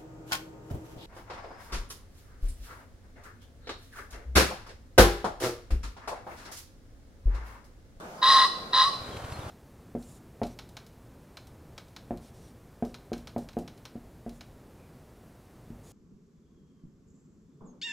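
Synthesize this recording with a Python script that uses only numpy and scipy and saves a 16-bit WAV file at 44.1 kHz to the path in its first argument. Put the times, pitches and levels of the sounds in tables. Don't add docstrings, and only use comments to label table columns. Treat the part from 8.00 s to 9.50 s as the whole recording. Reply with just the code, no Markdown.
import sys
import numpy as np
from scipy import signal
from scipy.fft import rfft, irfft
from scipy.io import wavfile
from scipy.ndimage import uniform_filter1d

SR = 44100
rng = np.random.default_rng(int(sys.argv[2]) if len(sys.argv) > 2 else 0)


def natural_amplitude(level_db):
    exponent = np.asarray(level_db, float) / 20
    return 10 ** exponent


def bounce(signal):
    frames = np.transpose(np.atleast_2d(signal))
    limited = np.clip(frames, -1, 1)
    pcm = np.round(limited * 32767).astype(np.int16)
    wavfile.write(sys.argv[1], SR, pcm)


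N = 66150


def evened(x):
    return x / np.sqrt(np.mean(x ** 2) + 1e-20)


def read(points, hz):
    f, value = np.transpose(points)
    return np.interp(np.log(hz + 1), np.log(f + 1), value)


def add(mix, start_s, sound):
    part = mix[..., max(round(start_s * SR), 0):][..., :sound.shape[-1]]
    part += sound[..., :part.shape[-1]]


def resonate(x, hz, width_hz):
    turn = np.exp(2j * np.pi * np.cumsum(hz * np.ones(len(x))) / SR)
    decay = np.exp(-np.pi * width_hz / SR)
    return 2 * (turn * signal.lfilter([1 - decay], [1, -decay], x / turn + 1e-18)).real


def drift(n, seconds):
    width = max(int(seconds * SR), 2)
    noise = rng.standard_normal(n)
    return evened(uniform_filter1d(uniform_filter1d(noise, width), width))


# frequency in Hz, level in dB per Hz.
AIR_SPECTRUM = [(12, -43), (20, -12.5), (123, -16), (192, -8.5), (277, -13.5), (498, -10.5), (1480, -15.5),
                (1960, -27.5), (15900, -40)]
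# frequency in Hz, left-right likeness from -1 to 1.
COHERENCE = [(60, 0.95), (180, 0.96), (550, 0.89), (1650, -0.37), (4970, -0.0096), (15000, -0.53)]


def air():
    level_db, patch_db = -43.5, 1.73
    frames, hz = N // 256 + 5, np.fft.rfftfreq(1024, 1 / SR)
    a, b, c, d, patches = rng.standard_normal((frames, 513, 5)).T
    patches = evened(uniform_filter1d(uniform_filter1d(patches, 10, 0), 12, 1))
    same = np.clip(read(COHERENCE, hz), -1, 1)[:, None]
    left = a + 1j * b
    right = same * left + np.sqrt(1 - same ** 2) * (c + 1j * d)
    z = np.array([left, right]) * natural_amplitude(read(AIR_SPECTRUM, hz)[:, None] + patch_db * patches)
    noise = signal.istft(z, nperseg=1024, noverlap=768)[1][:, :N]
    return natural_amplitude(level_db) * evened(noise)


# start in seconds, length in seconds, first and last pitch in Hz, level in dB.
SONG_NOTES = [
    (.175, .028, 4900, 5000, -63),
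    (1.115, .028, 3400, 3150, -54.5),
    (1.15, .028, 3350, 3200, -56),
    (1.2, .05, 3100, 3100, -61),
    (1.328, .045, 4450, 4060, -54),
    (1.368, .018, 4200, 4350, -58),
    (1.4, .045, 3950, 3430, -57),
    (1.475, .02, 3550, 3500, -60),
]


def songbirds():
    out = np.zeros(N)
    for start, length, from_hz, to_hz, db in SONG_NOTES:
        u = np.arange(0, 1, 1 / (length * SR))
        hz = to_hz + (from_hz - to_hz) * (1 - u) ** 1.79
        tone = np.sin(2 * np.pi * np.cumsum(hz) / SR)
        add(out, start, natural_amplitude(db + 3) * np.sin(np.pi * u) ** .6 * tone)
    out = out * natural_amplitude(1.6 * drift(N, .004))
    blur = rng.standard_normal((2, 4000)) * np.exp(-np.arange(4000) / SR / .015)
    wet = signal.fftconvolve(out[None], blur / np.linalg.norm(blur[0]), axes=1)[:, :N]
    return out * natural_amplitude([[-1.5], [1.5]]) + wet * .6


# delay in seconds, level in dB, smear in seconds, left-right balance in dB.
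ECHOES = [
    (0.042, -18.5, 0.039, 8),
    (.128, -23.5, .02, -1.5),
    (0.291, -36.5, .03, 10),
]
# frequency in Hz, decay time over 60 dB in seconds.
FIELD_DECAY = [(500, 1), (1100, 0.64), (2000, 0.83), (4000, 0.75), (7000, 0.55), (12000, 0.23)]
# frequency in Hz, level in dB.
ECHO_COLOUR = [(1100, -1.5), (1950, -4.5), (3000, 2.5), (3850, -5.5), (4100, 7), (5000, 0), (11500, 7.5),
               (12500, -16)]


def meadow(x):
    tail_db = -13.5
    t = np.arange(SR) / SR
    hz, frame_s, z = signal.stft(rng.standard_normal((2, SR)), SR, nperseg=256)
    z = z * natural_amplitude(-60 * frame_s / read(FIELD_DECAY, hz)[:, None])
    tail = signal.istft(z, SR, nperseg=256)[1][:, :SR]
    tail = tail * np.clip(t / 0.019, 0, 1)
    room = natural_amplitude(tail_db) * tail / np.linalg.norm(tail[0])
    for delay, db, smear, pan_db in ECHOES:
        shape = np.exp(-np.maximum(t - delay, 0) / smear) * (t >= delay)
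        noise = rng.standard_normal((3, SR))
        clump = shape * (noise[:1] + 0.23 * noise[1:])
        balance = natural_amplitude(db + pan_db * np.array([[.5], [-.5]]))
        room = room + balance * clump / np.linalg.norm(clump[0])
    far = irfft(rfft(x) * natural_amplitude(read(ECHO_COLOUR, np.fft.rfftfreq(N, 1 / SR))), N)
    return signal.fftconvolve(far[None], room, axes=1)[:, :N]


# frequency in Hz, left minus right in dB.
PAN = [(60, .3), (250, .8), (600, .5), (1100, -1), (2000, 1.2), (4000, .8), (8000, 0)]
# frequency in Hz, radians by which left leads.
LEAD = [(300, 0), (1200, -.15), (2500, -.4), (4100, -1.1), (5500, -1.2), (8000, -1.2)]


def ports(x):
    top_hz, top_db = 12100, -18
    grass_hz, grass_s, grass_share = 6300, .012, .75
    hz = np.fft.rfftfreq(N, 1 / SR)
    half = natural_amplitude(read(PAN, hz) / 2) * np.exp(.5j * read(LEAD, hz))
    stems = rng.standard_normal((2, 2000)) * np.exp(-np.arange(2000) / SR / grass_s)
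    scattered = rfft(stems / np.linalg.norm(stems[0]), N)
    share = grass_share / (1 + (grass_hz / (hz + 1)) ** 8)
    paths = np.sqrt(1 - share) * np.array([half, 1 / half]) + np.sqrt(share) * scattered
    return irfft(rfft(x) * natural_amplitude(top_db * (hz > top_hz)) * paths, N)


# time in seconds, frequency in Hz, level in dB.
CLUCKS = [
    (0.216, 1700, -71),
    (0.724, 2750, -52),
    (0.73, 5500, -42.5),
]
# time in seconds, level in dB.
TICKS = [
    (.993, -48),
    (1.112, -50),
    (1.14, -51),
    (1.195, -50),
]


def clicks():
    out, t = np.zeros(N), np.arange(600) / SR
    for s, hz, db in CLUCKS:
        envelope = (t / 0.0032) * np.exp(-t / 0.0069)
        add(out, s - .003, natural_amplitude(db + 5.5) * envelope * np.sin(2 * np.pi * hz * t))
    for s, db in TICKS:
        noise = evened(resonate(rng.standard_normal(600), 2200, 3500))
        add(out, s, natural_amplitude(db) * noise * np.exp(-t / .002))
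    return out


# time in seconds, thump level in dB, swish level in dB.
WINGBEATS = [
    (.94, -49, -43),
    (1.018, -36, -56),
    (1.094, -34.5, -48),
    (1.171, -30.5, -43),
    (1.248, -29, -45),
    (1.325, -30, -40),
    (1.394, -29.5, -46),
    (1.467, -30, -73),
]


def wings():
    thump_hz, thump_s, swish_hz, swish_s = 95, .0041, 1500, .006
    up_lead_s, up_db = .024, -9
    whirr_hz, whirr_db, whirr_start_s, whirr_rise_s = 350, -46.5, 0.83, 0.14
    out, t = np.zeros(N), np.arange(-2000, 2000) / SR
    push = np.cos(2 * np.pi * thump_hz * t) * np.exp(-.5 * (t / thump_s) ** 2)
    for s, db, swish_db in WINGBEATS:
        hiss = evened(resonate(rng.standard_normal(len(t)), swish_hz, 3000))
        flap = natural_amplitude(db) * push + natural_amplitude(swish_db) * hiss * np.exp(-abs(t) / swish_s)
        add(out, s + t[0], flap)
        add(out, s + t[0] - up_lead_s, natural_amplitude(up_db) * flap[::-1])
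    whirr = evened(resonate(rng.standard_normal(N), whirr_hz, 900)) * natural_amplitude(1.2 * drift(N, .012))
    rise = np.clip((np.arange(N) / SR - whirr_start_s) / whirr_rise_s, 0, 1)
    return out + natural_amplitude(whirr_db) * whirr * rise


# frequency in Hz, width in Hz, level in dB.
THROAT = [(782, 510, -17), (1267, 230, -10), (1653, 134, -15), (1915, 152, -8), (3007, 810, -14.5),
          (3530, 210, -10.5), (3830, 131, -.5), (4025, 185, -3), (4720, 600, -10), (5159, 440, -10.5),
          (5890, 640, -19), (8100, 4170, -20.5), (9680, 6600, -23)]


def throat(drive, bright_db):
    beak_hz = 4400
    plain, coloured = 0, 0
    for k, (hz, width, db) in enumerate(THROAT):
        ring = resonate(resonate(drive, hz, width), hz, width) / np.sqrt(width)
        ring = (-1) ** k * natural_amplitude(db) * ring
        plain = plain + ring
        coloured = coloured + ring * natural_amplitude(bright_db * (hz > beak_hz))
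    return coloured / np.std(plain)


def rattle(hz, bright_db):
    divide, jitter, breath = 5, .03, .62
    n = len(hz)
    turns = np.cumsum(hz / divide * (1 + jitter * drift(n, 0.00589))) / SR
    pulses = sum(np.cos(2 * np.pi * k * turns) for k in range(3, 56))
    puffs = (.4 + np.exp(-(turns % 1) / .4)) * rng.standard_normal(n)
    return throat((1 - breath) * evened(pulses) + breath * evened(puffs), bright_db)


def whistle(hz, rough):
    width_hz, wobble_db = 70, 4
    n = len(hz)
    wavering_hz = hz * (1 + 0.058 * rough * drift(n, 0.0012))
    clean = np.sqrt(2) * np.sin(2 * np.pi * np.cumsum(wavering_hz) / SR)
    clean = clean * natural_amplitude(wobble_db * rough * drift(n, 0.0032))
    fuzz = evened(resonate(resonate(rng.standard_normal(n), hz, 3 * width_hz), hz, width_hz))
    return np.sqrt(1 - rough ** 2) * clean + rough * fuzz


def syllable(rows):
    s, hz, tone_db, rasp_db, bright_db = np.transpose(rows)
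    t = np.arange(round(.35 * SR)) / SR + s[0]
    hz, bright_db = np.interp(t, s, hz), np.interp(t, s, bright_db)
    rough = .22 * np.clip(natural_amplitude(np.interp(t, s, rasp_db - tone_db) + 3), 0, 1.3)
    ends = np.clip(np.minimum(t - s[0], s[-1] - t) / 0.0016, 0, 1)
    tone = natural_amplitude(np.interp(t, s, tone_db)) * whistle(hz, rough)
    rasp = natural_amplitude(np.interp(t, s, rasp_db)) * rattle(hz, bright_db)
    return s[0], ends * (tone + rasp)


# time in seconds, whistle in Hz, whistle level in dB, rasp level in dB,
# beak brightness in dB.
CROW_SYLLABLES = [
    [(0.212, 1043, -66, -53, -5), (0.22, 1034, -34.5, -38, 2), (0.23, 1027, -22, -22.5, -4),
     (0.28, 1071, -21, -19.5, 0.5), (0.328, 1074, -18, -20, 2.5), (0.43, 1043, -22, -21.5, -0.5),
     (0.45, 1050, -21, -24, -1), (0.458, 1133, -21, -29.5, 3.5), (0.48, 1100, -46, -46, 16)],
    [(0.722, 1115, -58, -54, 0), (0.734, 1020, -32.5, -25.5, -7), (0.748, 1016, -24, -22, -3),
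     (0.772, 1041, -23.5, -22, -0.5), (0.818, 1054, -19, -20, -1.5), (0.84, 1049, -27, -23.5, 1),
     (0.86, 1108, -25.5, -29, 2.5), (0.882, 1124, -23.5, -37, 9), (0.9, 1105, -39, -33.5, 4)],
]


def crow():
    out = np.zeros(N)
    for rows in CROW_SYLLABLES:
        add(out, *syllable(rows))
    return out


def scene():
    call = crow()
    return ports(call + wings() + clicks()) + meadow(call) + songbirds() + air()


def band_limit(x):
    return signal.sosfilt(signal.butter(12, 15780, fs=SR, output="sos"), x)


def record(dry):
    edge_hz = 15800
    lowpass = signal.firwin(511, edge_hz, window=("kaiser", 9), fs=SR)
    mix = signal.oaconvolve(dry, lowpass[None], "same")
    return band_limit(mix)


dry = scene()
out = record(dry)
bounce(out)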